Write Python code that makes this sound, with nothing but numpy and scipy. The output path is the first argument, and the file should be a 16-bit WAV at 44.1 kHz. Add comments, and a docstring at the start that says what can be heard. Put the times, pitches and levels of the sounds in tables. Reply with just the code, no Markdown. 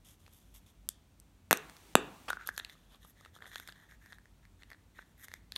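"""Quiet humming room: hands squeeze a small plastic capsule until its seam snaps, pull it open, tip small parts in it.
Snaps and ticks are short forces ringing resonances of wall, cup air, shell and edge.
Slides are grainy friction noise on the same resonances; a noise tail adds the room.
The hum is coloured noise; the recorder's hiss comes up for a moment after each loud snap."""
import sys
import numpy as np
from scipy import signal
from scipy.fft import rfft, irfft
from scipy.io import wavfile
from scipy.ndimage import uniform_filter1d

SR = 44100
rng = np.random.default_rng(int(sys.argv[2]) if len(sys.argv) > 2 else 0)


def store_pcm(level_fs):
    """Save levels as 16-bit WAV."""
    pcm = np.round(np.clip(level_fs, -1, 1) * 32767).astype(np.int16)
    wavfile.write(sys.argv[1], SR, np.atleast_2d(pcm).T)


N = 245637

# Room hum, relative spectrum: (frequency [Hz], level [dB per Hz])
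HUM_SPECTRUM = [(25, -24), (38, -9), (51, 6.5), (66, -10.5), (88, 0), (115, -10.5), (180, -9), (260, -14),
                (400, -24.5), (700, -26), (1500, -31.5), (2500, -62)]
HUM_RMS_DB = -63

# Recorder hiss, relative spectrum: (frequency [Hz], level [dB per Hz])
HISS_SPECTRUM = [(180, -29), (300, -0.5), (511, -11), (667, -12), (946, -9), (1010, -14.5), (2280, -11.5),
                 (9550, -17.5), (16000, -23)]
HISS_RMS_DB, HISS_HELD_DOWN_DB = -62.5, -11.5
RELEASE_PEAK_DB, RELEASE_HOLD_S = -15.5, 0.413

# Room tail bands: (centre [Hz], t60 [s], relative level [dB])
ROOM_BANDS = [(147, 1, -32.5), (324, .45, -24.5), (930, 0.81, -37.5), (1560, 0.38, -31.5),
              (2500, 0.42, -28), (4500, 0.27, -31.5), (6960, 0.14, -26), (12100, 0.12, -32)]
ECHO_DELAY_S, ECHO_RISE_S, TAIL_GAIN_DB = 0.0019, 0.0085, -17.5

# Dips of the microphone port: (centre [Hz], width [Hz], share removed [0-1])
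PORT_DIPS = [(5000, 800, .3), (10500, 900, .45)]
CUTOFF_HZ = 16300

# Cup air pitch as the opening changes: rises, sinks a little, rises again: (time [s], pitch [Hz])
CUP_PITCH = [(2.3, 1400), (2.45, 1470), (2.55, 1720), (2.68, 1900), (3.6, 1830), (4.2, 1750), (5.3, 1950)]
OPEN_S = CUP_PITCH[0][0]

# Bending of the wall, first mode only while squeezed shut: (frequency [Hz], width [Hz], relative level [dB])
WALL_MODES = [(200, 130, -9.5), (370, 400, -8), (960, 1100, -5)]
# Shell modes: (frequency [Hz], width [Hz], relative level [dB])
SHELL_MODES = [(2600, 440, 2.5), (3190, 1700, -1), (3440, 560, 4), (4244, 810, -3.5), (5067, 820, -8.5)]
# Edge modes: (frequency [Hz], width [Hz], relative level [dB])
EDGE_MODES = [(6060, 2000, -5.5), (7420, 1200, -1.5), (8234, 1200, -2), (9565, 1800, -1),
              (11460, 2900, -0.2), (13600, 2600, -8.5)]

# Fingers and parts sliding, plastic level before its brightness split:
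# (start [s], length [s], cup air level [dB], plastic level [dB], brightness [octaves above 1 kHz])
SLIDE_EVENTS = [(0.046, 0.1, -94.5, -62, 2.73), (0.194, 0.46, -96, -73.5, 2.53),
                (0.325, 0.078, -86, -66, 3.1), (0.385, 0.065, -88, -76, 2.7), (0.54, 0.051, -88, -59, 3),
                (0.661, 0.057, -86, -65.5, 2.3), (2.283, 0.012, -63, -41, 0.28),
                (2.299, 0.0075, -39, -38.5, 1.48), (2.302, 0.033, -46.5, -69, 0.97),
                (2.391, 0.059, -50, -73, 1.5), (2.461, 0.037, -54, -53, 2), (2.527, 0.057, -64, -65, 2.9),
                (2.577, 0.024, -52.5, -53, 2.3), (2.596, 0.098, -66.5, -67, 1.3),
                (2.686, 0.055, -66, -63.5, 1.96), (2.747, 0.14, -82, -72, 1.56),
                (2.902, 0.066, -80, -64, 1.43), (3.011, 0.051, -72, -65.5, 2.17),
                (3.065, 0.051, -73.5, -66, 3.4), (3.167, 0.12, -68.5, -72.5, 2.06),
                (3.338, 0.043, -67.5, -65, 2.1), (3.414, 0.07, -62.5, -60.5, 0.7),
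                (3.461, 0.045, -66, -63, 2.4), (3.512, 0.067, -57, -61, 1.9),
                (3.558, 0.081, -60.5, -63, 2.5), (3.648, 0.074, -63.5, -64.5, 2.1),
                (3.74, 0.12, -65, -67.5, 1.25), (3.889, 0.064, -63, -72, 2.6), (4.01, 0.1, -66.5, -77, 2.9),
                (4.093, 0.069, -66.5, -70, 2.2), (4.423, 0.042, -73, -89, 2.2),
                (4.596, 0.035, -70, -73, 1.8), (4.667, 0.077, -73.5, -72, 1.3), (4.956, 0.076, -64, -70, 2),
                (5.06, 0.07, -86, -80, 2.5), (5.184, 0.073, -65.5, -65, 3.24),
                (5.235, 0.019, -59.5, -54, 3), (5.26, 0.12, -69.5, -70, 2.15),
                (5.515, 0.037, -77.5, -68.5, 1.8), (5.557, 0.011, -54, -48, 1.85)]
# Best answer of wall, shell, lower edge, upper edge to a slide: (brightness [octaves above 1 kHz], gain there [dB])
SLIDE_RESPONSE = [(-.3, 6.5), (1.9, -0.5), (2.8, 0), (3.7, 5)]
SLIDE_DB_PER_OCTAVE = 6
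GRAIN_RMS_DB, CRACKLES_PER_S, CRACKLE_FLOOR_DB = 3, 400, 5.5
GRIP_ATTACK_S, GRIP_SAG_DB = 0.002, -4

# Small parts and fingers ticking on the plastic, plastic level before its brightness split:
# (time [s], air pitch [Hz], air level [dB], plastic level [dB], brightness [octaves above 1 kHz])
TICK_EVENTS = [(0.2646, 2320, -49, -48, 2.1), (0.2795, 1170, -51.5, -53.5, 1.73),
               (1.2005, 1186, -73, -46.5, 3.2), (1.6976, 1870, -41, -39, 2.57),
               (1.7674, 1800, -48.5, -39.5, 2.38), (2.3041, 1480, -20.5, -32, 3.2),
               (2.331, 1470, -24.5, -32.5, 2.26), (2.371, 1490, -33, -51, 2.7),
               (2.4738, 1240, -43, -24.5, 3.2), (2.49, 1650, -22.5, -29, 2.6),
               (2.5643, 1730, -62, -39, 2.3), (2.5785, 1700, -28.5, -20, 2.63),
               (2.5983, 1800, -32.5, -29.5, 1.8), (2.6102, 1730, -44, -62, 2.1),
               (2.6483, 2260, -40, -31, 1.7), (2.6971, 2030, -44.5, -39.5, 1.96),
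               (2.753, 1270, -56, -59, 2.1), (2.9468, 1150, -56.5, -50, 1.6), (3.0486, 1210, -50, -50, 3.2),
               (3.21, 1233, -52, -47.5, 2.5), (3.2499, 1800, -45.5, -46, 1.64),
               (3.2597, 1300, -47, -49, 1.54), (3.3636, 1300, -46.5, -51, 2.1),
               (3.3882, 1510, -52, -54, 2.4), (3.406, 1600, -48.5, -62, 3),
               (3.423, 1850, -37.5, -46.5, 1.94), (3.443, 1430, -48.5, -52, 1.8),
               (3.457, 1890, -40.5, -50, 1.8), (3.466, 1630, -46, -47.5, 1.85), (3.5163, 1860, -44, -50, 2),
               (3.5342, 1900, -43.5, -46, 2.6), (3.5454, 1830, -50, -38.5, 2.3),
               (3.5582, 1660, -32, -23, 1.25), (3.582, 1630, -54, -34.5, 2.3),
               (3.5992, 1540, -39.5, -31, 2.53), (3.6757, 2230, -43, -34, 2.46),
               (3.6881, 1580, -39, -37.5, 2.26), (3.6931, 1630, -44.5, -40.5, 1.55),
               (3.7236, 1660, -48.5, -40.5, 2.2), (3.9114, 1690, -52, -49, 2.3),
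               (3.9218, 1670, -48, -62, 2.6), (4.0609, 1810, -46.5, -46, 2.6),
               (4.124, 1830, -41.5, -45.5, 2.5), (4.1294, 1730, -41.5, -45.5, 1.7),
               (4.185, 1730, -46.5, -52, 2.6), (4.2568, 1850, -50.5, -55, 2.5),
               (4.453, 2035, -51.5, -52, 2.4), (4.6224, 2060, -48, -55, 1.76),
               (4.6336, 1910, -46, -43.5, 1.5), (4.703, 2053, -46.5, -42.5, 2.67),
               (4.716, 1900, -40.5, -46, 2.4), (4.7205, 1880, -41.5, -56, 3.1),
               (4.7316, 1910, -45, -46.5, 2.2), (4.7465, 1780, -50, -62, 1.9),
               (4.988, 1740, -42.5, -64, 2.5), (4.9912, 1590, -37.5, -48, 1.4),
               (5.0258, 1850, -49.5, -62, 2), (5.284, 1940, -40.5, -38, 2.5), (5.3167, 1880, -42, -44, 2.3),
               (5.339, 1994, -33.5, -30, 2.44), (5.5214, 1697, -45, -25.5, 2.14),
               (5.556, 1200, -55, -47, 2.4), (5.5618, 1100, -46, -21, 1.95)]
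# Best answer of shell, edge to a tick: (brightness [octaves above 1 kHz], gain there [dB])
TICK_RESPONSE = [(1.7, 2), (3.2, 3.3)]
TICK_DB_PER_OCTAVE = 11.5
WALL_UNDER_AIR_DB, KNOCK_DB_PER_OCTAVE = -13.5, 20

# Seam snaps of the shut capsule: (time [s], wall thump [dB], air pitch [Hz], air level [dB],
# shell ring [dB], edge crack [dB], brightness [octaves above 1 kHz])
SNAP_EVENTS = [(0.8895, -65, 1680, -36, -28, -12, 1.85), (1.5106, -17.5, 1708, -7, -16.5, -9, 1.5),
               (1.517, -22.5, 1796, -19.5, -27, -18, 2.35), (1.529, -18, 1410, -7.5, -9, -6, 1.35),
               (1.5385, -48.5, 2400, -24, -38.5, -32.5, 1.3), (1.5729, -46, 1786, -41, -39, -26, 1.55),
               (1.9541, -6, 1403, -8, -8, -7, 1.35)]
SHELL_FAVOUR_DB_PER_OCTAVE, EDGE_FAVOUR_DB_PER_OCTAVE = 15.5, 3.5
STRIKE_SPREAD_DB, SHUT_AIR_WIDTH_HZ = 2, 1400


def from_db(db):
    """Decibels to amplitude."""
    return 10 ** (np.asarray(db) / 20)


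def rms_one(x):
    """Scale to rms 1."""
    return x / np.sqrt(np.mean(x ** 2) + 1e-20)


def peak_one(x):
    """Scale to peak 1."""
    return x / np.max(np.abs(x))


def resonance(x, hz, width_hz):
    """Two-pole resonance, gain 1 on top."""
    r = np.exp(-np.pi * width_hz / SR)
    poles = [1, -2 * r * np.cos(2 * np.pi * hz / SR), r * r]
    return signal.lfilter([(1 - r * r) / 2, 0, (r * r - 1) / 2], poles, x)


def body(x, modes, spread_db):
    """Modes in parallel with alternating sign, each struck with a strength of its own."""
    chance = rng.normal(0, 1, len(modes))
    out = 0
    for k, (hz, width_hz, db) in enumerate(modes):
        gain = from_db(db + spread_db * chance[k]) * (-1) ** k
        out = out + gain * resonance(x, hz, width_hz)
    return out


def cup_width_hz(hz):
    """The higher the air pitch, the wider its resonance: the sound gets out faster."""
    return 160 * (hz / 1430) ** 2


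def part_levels_db(level_db, octave, response, db_per_octave):
    """Each part answers best at its own brightness, and less away from it."""
    best_octave, gain_db = np.transpose(response)
    return level_db + gain_db - db_per_octave * np.abs(octave - best_octave)


def favoured(modes, octave, db_per_octave):
    """A contact favours the modes near its own brightness."""
    return [(hz, width_hz, db - db_per_octave * abs(np.log2(hz / 1000) - octave)) for hz, width_hz, db in modes]


def coloured_noise(spectrum):
    """Noise shaped to a level per Hz, interpolated over log frequency; rms 1."""
    hz, db = np.transpose(spectrum)
    grid_hz = np.maximum(np.arange(N // 2 + 1) * SR / N, 1)
    shape_db = np.interp(np.log(grid_hz), np.log(hz), db, -90, -90)
    return rms_one(irfft(rfft(rng.standard_normal(N)) * from_db(shape_db), N))


def room_hum():
    """Steady low-weighted noise of the quiet room."""
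    return from_db(HUM_RMS_DB) * coloured_noise(HUM_SPECTRUM)


def recorder_hiss(x):
    """A suppressor holds the hiss down and lets go for a fixed time after each loud treble peak."""
    treble = signal.sosfilt(signal.butter(4, 5000, "high", fs=SR, output="sos"), x)
    loud = np.abs(treble) > from_db(RELEASE_PEAK_DB)
    last_loud = np.maximum.accumulate(np.where(loud, np.arange(N), -N))
    quiet = np.arange(N) - last_loud > RELEASE_HOLD_S * SR
    held = uniform_filter1d(quiet * 1., size=200)
    return from_db(HISS_RMS_DB + HISS_HELD_DOWN_DB * held) * coloured_noise(HISS_SPECTRUM)


def room_tail(x):
    """Noise tail that dies band by band and starts with the first wall echo."""
    t = np.arange(SR // 2) / SR
    rise = np.clip((t - ECHO_DELAY_S) / ECHO_RISE_S, 0, 1)
    tail = 0
    for hz, t60_s, db in ROOM_BANDS:
        octave_band = signal.butter(2, [hz / 1.415, hz * 1.416], "band", fs=SR, output="sos")
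        band = signal.sosfilt(octave_band, rng.standard_normal(len(t)))
        tail = tail + from_db(db + TAIL_GAIN_DB - 60 * t / t60_s) * band * rise
    return signal.fftconvolve(x, tail)[:N]


def friction_force():
    """Noise of wandering grain plus crackles: tiny slips within the friction."""
    wander = rms_one(signal.lfilter([1], [1, -1.9, .9025], rng.standard_normal(N)))
    crackle_db = CRACKLE_FLOOR_DB + 2.04 * np.minimum(rng.exponential(1, N), 4)
    crackles = (rng.random(N) < CRACKLES_PER_S / SR) * from_db(crackle_db)
    return rng.standard_normal(N) * from_db(GRAIN_RMS_DB * wander) + crackles


def cup_air(force):
    """Neighbouring air resonances cross-fade as the opening changes."""
    pitches_hz = np.geomspace(1400, 2000, 7)
    pitch_hz = np.interp(np.arange(N) / SR, *np.transpose(CUP_PITCH))
    place = np.interp(np.log(pitch_hz), np.log(pitches_hz), np.arange(7))
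    out = 0
    for k, hz in enumerate(pitches_hz):
        weight = np.clip(1 - np.abs(place - k), 0, 1)
        out = out + weight * resonance(force, hz, cup_width_hz(hz))
    return out


def slides():
    """Friction plays on air, wall, shell and edge; slides swell and fade, grip slips start at once and sag."""
    t = np.arange(N) / SR
    power = np.zeros((5, N))
    for start, length, air_db, plastic_db, octave in SLIDE_EVENTS:
        fade = 0.00051 + .2 * length
        a, b = int(max(start - fade, 0) * SR), int((start + length + fade) * SR)
        age = t[a:b] - start
        if start < OPEN_S - .1:   # finger slipping on the shut shell
            attack = np.clip(age / GRIP_ATTACK_S, 0, 1)
            release = np.clip((b / SR - t[a:b]) / (2 * fade), 0, 1)
            swell = attack * from_db(GRIP_SAG_DB * age / length) * release
        else:
            swell = np.clip(np.minimum(age, start + length - t[a:b]) / (2 * fade) + .5, 0, 1)
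        plastic = part_levels_db(plastic_db, octave, SLIDE_RESPONSE, SLIDE_DB_PER_OCTAVE)
        power[:, a:b] += from_db([air_db, *plastic])[:, None] ** 2 * swell ** 2
    force = friction_force()
    parts = [cup_air(force)]
    for modes in (WALL_MODES[1:], SHELL_MODES[2:], EDGE_MODES[:4], EDGE_MODES[4:]):
        parts.append(body(force, modes, 0))
    return sum(np.sqrt(p) * rms_one(part) for p, part in zip(power, parts))


def contact(s, wall_db, air_hz, air_db, shell_db, edge_db, octave):
    """Sharp slip and rough scuff strike shell and edge; wall and air feel only the smooth force."""
    t = np.arange(2048) / SR
    scuff = peak_one(rng.standard_normal(2048) * t * np.exp(-t / .0004)) + 1e-18
    scuff[16] += 4   # the slip itself
    push = -t * np.exp(-t / 0.00023) + 1e-18
    is_open = s > OPEN_S
    width_hz = cup_width_hz(air_hz) if is_open else SHUT_AIR_WIDTH_HZ   # fingers damp the shut capsule
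    wall = body(push, WALL_MODES[1:] if is_open else WALL_MODES, 0)
    air = resonance(resonance(push, air_hz, width_hz), air_hz, 1200)
    shell = body(scuff, favoured(SHELL_MODES, octave, SHELL_FAVOUR_DB_PER_OCTAVE), STRIKE_SPREAD_DB)
    edge = body(scuff, favoured(EDGE_MODES, octave, EDGE_FAVOUR_DB_PER_OCTAVE), STRIKE_SPREAD_DB)
    levels_db = (wall_db, air_db, shell_db, edge_db)
    return sum(from_db(db) * peak_one(part) for db, part in zip(levels_db, (wall, air, shell, edge)))


def place_contacts(contacts):
    """Add up contacts, each starting 24 samples before its listed time."""
    out = np.zeros(N + 2048)
    for event in contacts:
        at = round(event[0] * SR) - 24
        out[at:at + 2048] += contact(*event)
    return out[:N]


def ticks():
    """Light contacts; one pitched below the cup's air is a knock on the wall and thumps more."""
    contacts = []
    for s, air_hz, air_db, plastic_db, octave in TICK_EVENTS:
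        octaves_below = max(np.log2(np.interp(s, *np.transpose(CUP_PITCH)) / air_hz), 0)
        wall_db = air_db + WALL_UNDER_AIR_DB + KNOCK_DB_PER_OCTAVE * octaves_below
        shell_db, edge_db = part_levels_db(plastic_db, octave, TICK_RESPONSE, TICK_DB_PER_OCTAVE)
        contacts.append((s, wall_db, air_hz, air_db, shell_db, edge_db, octave))
    return place_contacts(contacts)


def snaps():
    """The seam lets go: contacts with a level of their own for each part."""
    return place_contacts(SNAP_EVENTS)


def scene():
    """Hum, hands on the capsule and their room tail; one channel."""
    hands = slides() + ticks() + snaps()
    return (room_hum() + room_tail(hands) + hands)[None]


def record(dry):
    """Hiss joins, the port dips the spectrum, tanh rounds peaks, a steep low-pass cuts the top."""
    out = dry + recorder_hiss(dry[0])
    for hz, width_hz, removed in PORT_DIPS:
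        out = out - removed * resonance(out, hz, width_hz)
    low_pass = signal.cheby2(18, 60, CUTOFF_HZ, fs=SR, output="sos")
    return signal.sosfilt(low_pass, np.tanh(out))


dry = scene()
out = record(dry)
store_pcm(out)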